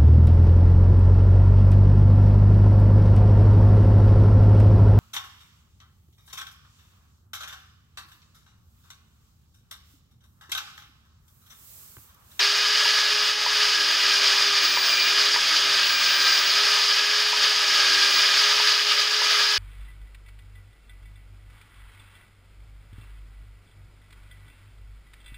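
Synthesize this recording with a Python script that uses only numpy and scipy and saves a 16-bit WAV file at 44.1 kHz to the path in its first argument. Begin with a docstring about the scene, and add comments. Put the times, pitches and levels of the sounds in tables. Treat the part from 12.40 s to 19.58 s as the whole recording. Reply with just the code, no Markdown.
"""A hand drill spins a valve against its seat in a cylinder head, heard by a phone microphone close by.
Its armature whines in sine tones on multiples of its turning rate, which sags as the hand pushes.
Fan air, gears and grit roar through the housing: coloured noise that flutters and echoes briefly.
The valve knocks on its seat now and then, each blow a few fast-fading sines.
Far off, a slow engine hums in low tones over soft filtered noise."""
import sys
import numpy as np
from scipy import signal
from scipy.fft import rfft, irfft
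from scipy.io import wavfile
from scipy.ndimage import uniform_filter1d

SR = 44100
rng = np.random.default_rng(int(sys.argv[2]) if len(sys.argv) > 2 else 0)


def wav_record(signal):
    """Record a signal, one row per channel, as 16-bit PCM in the file named by sys.argv[1]."""
    frames = np.transpose(np.atleast_2d(signal))
    bounded = np.clip(frames, -1, 1)
    # unit amplitude maps onto the largest positive 16-bit level
    quanta = np.round(bounded * 32767).astype(np.int16)
    wavfile.write(sys.argv[1], SR, quanta)


N = 316633
TIME = np.arange(N) / SR
FREQ = np.arange(N // 2 + 1) * SR / N + 1  # Hz, lifted by 1 so that its logarithm exists
FREE_HZ = 420  # armature turns per second from which sag is counted
PINION_TEETH, GEAR_TEETH = 4, 42


def undb(db):
    """Turn decibels into a plain factor."""
    return 10 ** (np.asarray(db) / 20)


def unit(x):
    """Scale to an rms (average strength) of 1."""
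    return x / np.sqrt(np.mean(x ** 2))


def walk(rate):
    """A random wobble of rms 1: about `rate` new values per second, smoothed twice."""
    hold = int(SR / rate)
    steps = np.repeat(rng.standard_normal(N // hold + 1), hold)[:N]
    smooth = uniform_filter1d(steps, hold)
    return unit(uniform_filter1d(smooth, hold))


def follow(times, values):
    """Draw straight lines between the points of a table, one value per sample."""
    return np.interp(TIME, times, values)


def filtered(x, gain):
    """Multiply each frequency of a sound by its gain."""
    return irfft(rfft(x) * gain, N)


def bell(hz, width):
    """Bell curve over frequency: 1 at its centre, one half at half a width (Hz) to either side."""
    return 1 / (1 + (2 * (FREQ - hz) / width) ** 2)


def highpass(x, hz):
    """Take away what lies below hz."""
    return signal.sosfilt(signal.butter(3, hz, "high", fs=SR, output="sos"), x)


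def tone(turns, multiple, db, slip=0):
    """A sine locked to a turning part, db is its rms level; slip in cycles blurs its pitch."""
    cycles = multiple * turns + slip + rng.random()
    return np.sqrt(2) * undb(db) * np.sin(2 * np.pi * cycles)


def chuck_turns(turns):
    """The gears slow the armature down, so the chuck makes fewer turns."""
    return turns * PINION_TEETH / GEAR_TEETH


# Pace of the far engine. Each row: time in seconds, engine cycles per second.
ENGINE_PACE = [(0, 17.15), (1, 17.3), (1.8, 17.25), (2.8, 16.9), (3.3, 16.8), (4, 16.45), (4.8, 16.72),
               (7.18, 16.5)]
# Low hum tones. Each row: multiple of the engine cycle, usual level in dB.
LOW_HUM = [(5, -81), (6, -79), (7, -80), (8, -76), (9, -82.5), (12, -83)]
# Moments when one low tone swells.
# Each row: multiple of the engine cycle, swell in dB, loudest at (seconds), spread in time (seconds).
HUM_SWELLS = [(6, 12, 1.2, 0.18), (8, 6, 1.1, .5), (6, 15, 2.16, 0.52), (12, 17, 2.8, .5),
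              (7, 11, 2.8, 0.66), (8, 12, 3.2, 0.38), (5, 16, 3.75, .3), (9, 16, 3.5, .45),
              (7, 12, 4.2, .4), (7, 15, 5.55, 0.23)]
# Upper hum tones. Each row: multiple of the engine cycle, dB over the mean level of the low tones.
UPPER_HUM = [(13, 0), (14, 2), (16, 4.5), (18, 8), (19, 10)]


def engine():
    """A slow engine hums on multiples of its cycle; a boom and a rumble of noise follow its mean level."""
    cycles = np.cumsum(follow(*np.transpose(ENGINE_PACE))) / SR
    low_db = {round(multiple): db + 0 * TIME for multiple, db in LOW_HUM}
    for multiple, swell_db, loudest_s, spread_s in HUM_SWELLS:
        swell = np.exp(-((TIME - loudest_s) / spread_s) ** 2 / 2)
        low_db[round(multiple)] = low_db[round(multiple)] + swell_db * swell
    mean_db = np.mean(list(low_db.values()), axis=0)

    hum = np.zeros(N)
    for multiple, db in low_db.items():
        hum += tone(cycles, multiple, db + 2.2 * walk(4.03) + 1.2 * walk(8))
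    for multiple, db in UPPER_HUM:
        hum += tone(cycles, multiple, mean_db + db + 3.1 * walk(5), slip=0.16 * walk(8))
    boom = unit(filtered(rng.standard_normal(N), bell(314.5, 31)))
    rumble = unit(filtered(rng.standard_normal(N), bell(120, 110)))
    return hum + undb(mean_db + 13) * boom + undb(mean_db + 2.5) * rumble


def yard(x, wet_db=-15, t60_s=.15):
    """Floor tiles, block and walls return a short scatter of echoes: noise that fades by 60 dB in t60_s."""
    t = np.arange(SR // 6) / SR
    fade = np.exp(-np.log(1000) * t / t60_s)
    tail = rng.standard_normal(len(t)) * fade * (t > .002)  # no echo in the first 2 ms
    tail *= undb(wet_db) / np.sqrt(np.sum(tail ** 2))
    echoes = signal.fftconvolve(x, tail)[:N]
    return (x + echoes) / np.sqrt(1 + undb(wet_db) ** 2)


# Blows of the valve on its seat. Each row: start in seconds, strength in dB.
VALVE_KNOCKS = [(0.456, -22), (1.063, -20), (2.372, -19), (2.961, -19), (4.393, -24), (4.93, -20),
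                (6.199, -20), (6.817, -20.5)]
# Ringing of the cylinder head.
# Each row: pitch in Hz, level in dB against the strength of the blow, seconds to fade by 60 dB.
HEAD_RINGS = [(620, -13, .03), (760, -17, .025), (910, -8, .05), (965, -1, .065), (1350, -7, .015),
              (1950, 3, 0.013), (2420, 1, 0.0082), (3300, -1, .006)]


def knocks(rise_s=0.00027):
    """Each blow rings the head briefly, a little differently every time; it radiates little bass."""
    out = np.zeros(N)
    t = np.arange(SR // 8) / SR
    rise = 1 - np.exp(-t / rise_s)
    for start_s, strength_db in VALVE_KNOCKS:
        ring = np.zeros(len(t))
        for hz, db, t60_s in HEAD_RINGS:
            level_change, pitch_change = rng.standard_normal(2)
            varied_hz = hz * (1 + 0.0066 * pitch_change)
            fade = np.exp(-np.log(1000) * t / t60_s)
            ring += undb(db + 0.56 * level_change) * np.sin(2 * np.pi * varied_hz * t) * fade
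        first = int(start_s * SR)
        out[first:first + len(t)] += undb(strength_db) * ring * rise
    return highpass(out, 500)


def chuck_tones(hz, turns):
    """The chuck runs out of true and shakes the drill at 4 and 8 times its turn, the 8th harder under load."""
    spin = chuck_turns(turns)
    fourth_db = -77 + 4 * walk(3.1)
    eighth_db = -65 + .35 * (FREE_HZ - hz) + 3.4 * walk(3) + 2.5 * walk(12)
    return tone(spin, 4, fourth_db) + tone(spin, 8, eighth_db, slip=0.076 * walk(9.2))


# Broad colour of the roar. Each row: frequency in Hz, level in dB (only the shape counts).
ROAR_COLOUR = [(40, -57), (150, -39), (400, -25.5), (800, -17), (1200, -10.5), (2200, -6), (3500, -4),
               (5300, -5.5), (6000, -13), (7500, -23), (9000, -29.5), (11000, -30), (12400, -39.5),
               (14000, -30), (16500, -30)]
# Resonances and dips of the housing. Each row: centre in Hz, width in Hz, dB over the broad colour.
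HOUSING_BELLS = [(593, 123, 5), (770, 61, -7.5), (1076, 45, -2), (1254, 168, 5.5), (1430, 100, -2.5),
                 (1674, 195, 5), (1860, 46, -2), (2120, 114, -3.5), (2324, 55, -4), (2380, 110, 1.5),
                 (2700, 130, -4.5), (2930, 270, 1.5), (3425, 50, -1.5), (3880, 113, -4.5),
                 (4200, 100, -2.5), (4370, 100, 1.5), (4490, 100, -3), (4675, 180, 3), (4860, 300, 5),
                 (5100, 100, 2), (5600, 150, 1.5), (5820, 220, -3), (6260, 87, -1.5), (6440, 390, 5.5),
                 (6700, 130, -1), (7030, 150, 2.5), (10300, 950, 3.5)]


def roar(turns, flutter_db=0.56, quick_db=0.61, own_db=0.1, grit_db=0.76, chuck=0.025):
    """Fan air and grit: noise that flutters as the valve rubs, pulses once a chuck turn, housing-coloured."""
    colour_hz, colour_db = np.transpose(ROAR_COLOUR)
    db = np.interp(np.log(FREQ), np.log(colour_hz), colour_db)
    for hz, width, bell_db in HOUSING_BELLS:
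        db = db + bell_db * bell(hz, width)

    # overlapping half-octave slices add up to the whole band; each wavers on its own
    spectrum = rfft(rng.standard_normal(N))
    noise = np.zeros(N)
    for hz in 250 * 2. ** np.arange(0, 6.1, .5):
        half_octaves_away = 2 * np.log2(np.clip(FREQ, 250, 16000) / hz)
        share = np.cos(np.pi / 2 * np.clip(half_octaves_away, -1, 1)) ** 2
        noise += irfft(spectrum * share, N) * undb(own_db * walk(12) + grit_db * walk(60))

    flutter = undb(flutter_db * walk(12) + quick_db * walk(30))
    pulse = 1 + chuck * np.cos(2 * np.pi * chuck_turns(turns))
    return unit(filtered(noise * pulse * flutter, undb(db)))


# Loudness of the roar. Each row: time in seconds, level in dB.
ROAR_EFFORT = [(0.0, -20), (0.12, -21), (0.6, -20), (0.68, -22), (0.9, -20.5), (0.96, -24), (1.22, -19.5),
               (1.4, -22), (1.7, -19), (3.16, -21), (3.18, -20), (4.3, -19.5), (5.0, -21), (5.02, -18),
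               (5.14, -21), (5.42, -19), (6.3, -19), (6.46, -22), (6.52, -18.5), (6.56, -22.5),
               (6.6, -19.5), (6.74, -22.5), (7.0, -18.5), (7.18, -22)]


def drill_roar(turns):
    """The roar with its echoes, growing and easing with the effort."""
    return undb(follow(*np.transpose(ROAR_EFFORT))) * yard(roar(turns))


# Pace of the armature. Each row: time in seconds, armature turns per second.
ARMATURE_PACE = [(0.0, 407.7), (0.12, 409.3), (0.3, 417.6), (0.47, 421), (0.7, 416.5), (1.04, 424.5),
                 (1.4, 412.6), (1.75, 406.8), (2.2, 404.2), (2.37, 394), (2.48, 398.3), (2.61, 400),
                 (2.7, 403.8), (2.94, 414.8), (3.4, 403.5), (3.75, 398.3), (3.93, 397.9), (4.04, 400.3),
                 (4.3, 413.6), (4.55, 413.3), (4.93, 422.2), (5.4, 409), (5.77, 402.4), (6.18, 419.2),
                 (6.47, 416.5), (6.77, 424.3), (7.1, 416.2), (7.18, 416)]


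def armature_speed():
    """Turns per second, with the corners rounded because the armature is heavy."""
    return uniform_filter1d(follow(*np.transpose(ARMATURE_PACE)), size=3500)


# The two main tones. Each row: time in seconds, unbalance level in dB,
# gear mesh level in dB before its throb; both also wobble.
MAIN_TONES = [(0.0, -43.5, -33), (0.2, -46, -39.5), (0.6, -44, -35), (0.95, -45.5, -49), (1.3, -45, -34),
              (1.57, -48.5, -39.5), (1.9, -43, -35), (2.25, -45, -47), (2.57, -49, -37), (2.8, -42, -54),
              (3.05, -51.5, -38), (3.27, -43, -38.5), (3.6, -53.5, -34.5), (3.85, -46, -28),
              (4.0, -46, -33), (4.1, -51, -50), (4.22, -41, -48), (4.5, -45, -42), (4.8, -43.5, -43),
              (5.25, -46.5, -36.5), (5.6, -43, -30.5), (5.85, -46.5, -38), (6.15, -42.5, -45),
              (6.35, -45, -37), (6.65, -43.5, -48.5), (7.0, -43.5, -35), (7.18, -45, -37)]
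# Weaker tones. Each row: multiple of the armature turn, level in dB at free speed,
# dB more for each turn per second of sag.
WEAK_TONES = [(3, -46.5, 0), (5, -55, 0), (7, -43.5, 0), (8, -44, 0.12), (9, -43.5, -0.0642),
              (10, -43.5, 0), (11, -60, 0.15), (13, -58, -0.2)]
SLOTS, FAN_BLADES = 12, 39


def whine(hz, turns):
    """Unbalance, gear mesh, rotor slots and fan blades, each on its multiple of the turning rate."""
    times, unbalance, mesh = np.transpose(MAIN_TONES)
    unbalance_db = follow(times, unbalance) + 1.6 * walk(25)
    mesh_db = follow(times, mesh) + 1.7 * walk(10) + .8 * walk(40)
    sag = FREE_HZ - hz
    # levels at free speed, plus dB for each turn per second of sag
    sixth_db = -47 + .5 * sag + 2.6 * walk(8) + 1.5 * walk(40)
    slot_db = -42.5 + .35 * sag + 2.8 * walk(8) + 2.0 * walk(25.03)
    # the big gear runs a little out of true, so the mesh throbs once a chuck turn
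    throb = 1 + 0.55 * np.cos(2 * np.pi * chuck_turns(turns))

    out = tone(turns, 1, unbalance_db)
    out += tone(turns, 2, -51.5 + 1.5 * walk(15))
    out += throb * tone(turns, PINION_TEETH, mesh_db, slip=.03 * walk(40))
    out += tone(turns, 6, sixth_db, slip=0.09 * walk(40))
    out += tone(turns, SLOTS, slot_db, slip=0.071 * walk(40))
    out += tone(turns, FAN_BLADES, -40 + 1.4 * walk(12))
    out += tone(turns, FAN_BLADES - 1, -62 + 2.5 * walk(8))
    for multiple, db, load_db in WEAK_TONES:
        out += tone(turns, multiple, db + load_db * sag + 2.7 * walk(18), slip=0.06 * walk(30))
    return out


def scene():
    """All sources reach one microphone, so both channels are alike."""
    hz = armature_speed()
    turns = np.cumsum(hz) / SR
    drill = drill_roar(turns) + chuck_tones(hz, turns) + whine(hz, turns)
    mono = engine() + knocks() + drill
    return np.array([mono, mono])


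def record(dry):
    """The phone drops the deepest bass, rounds the loudest peaks a little and cuts the top steeply."""
    thin = highpass(dry, 75)
    rounded = np.tanh(1.102 * thin) / 1.098
    top_cut = signal.ellip(14, .3, 80, 15710, fs=SR, output="sos")  # passes up to 15710 Hz
    return signal.sosfilt(top_cut, rounded)


dry = scene()
out = record(dry)
wav_record(out)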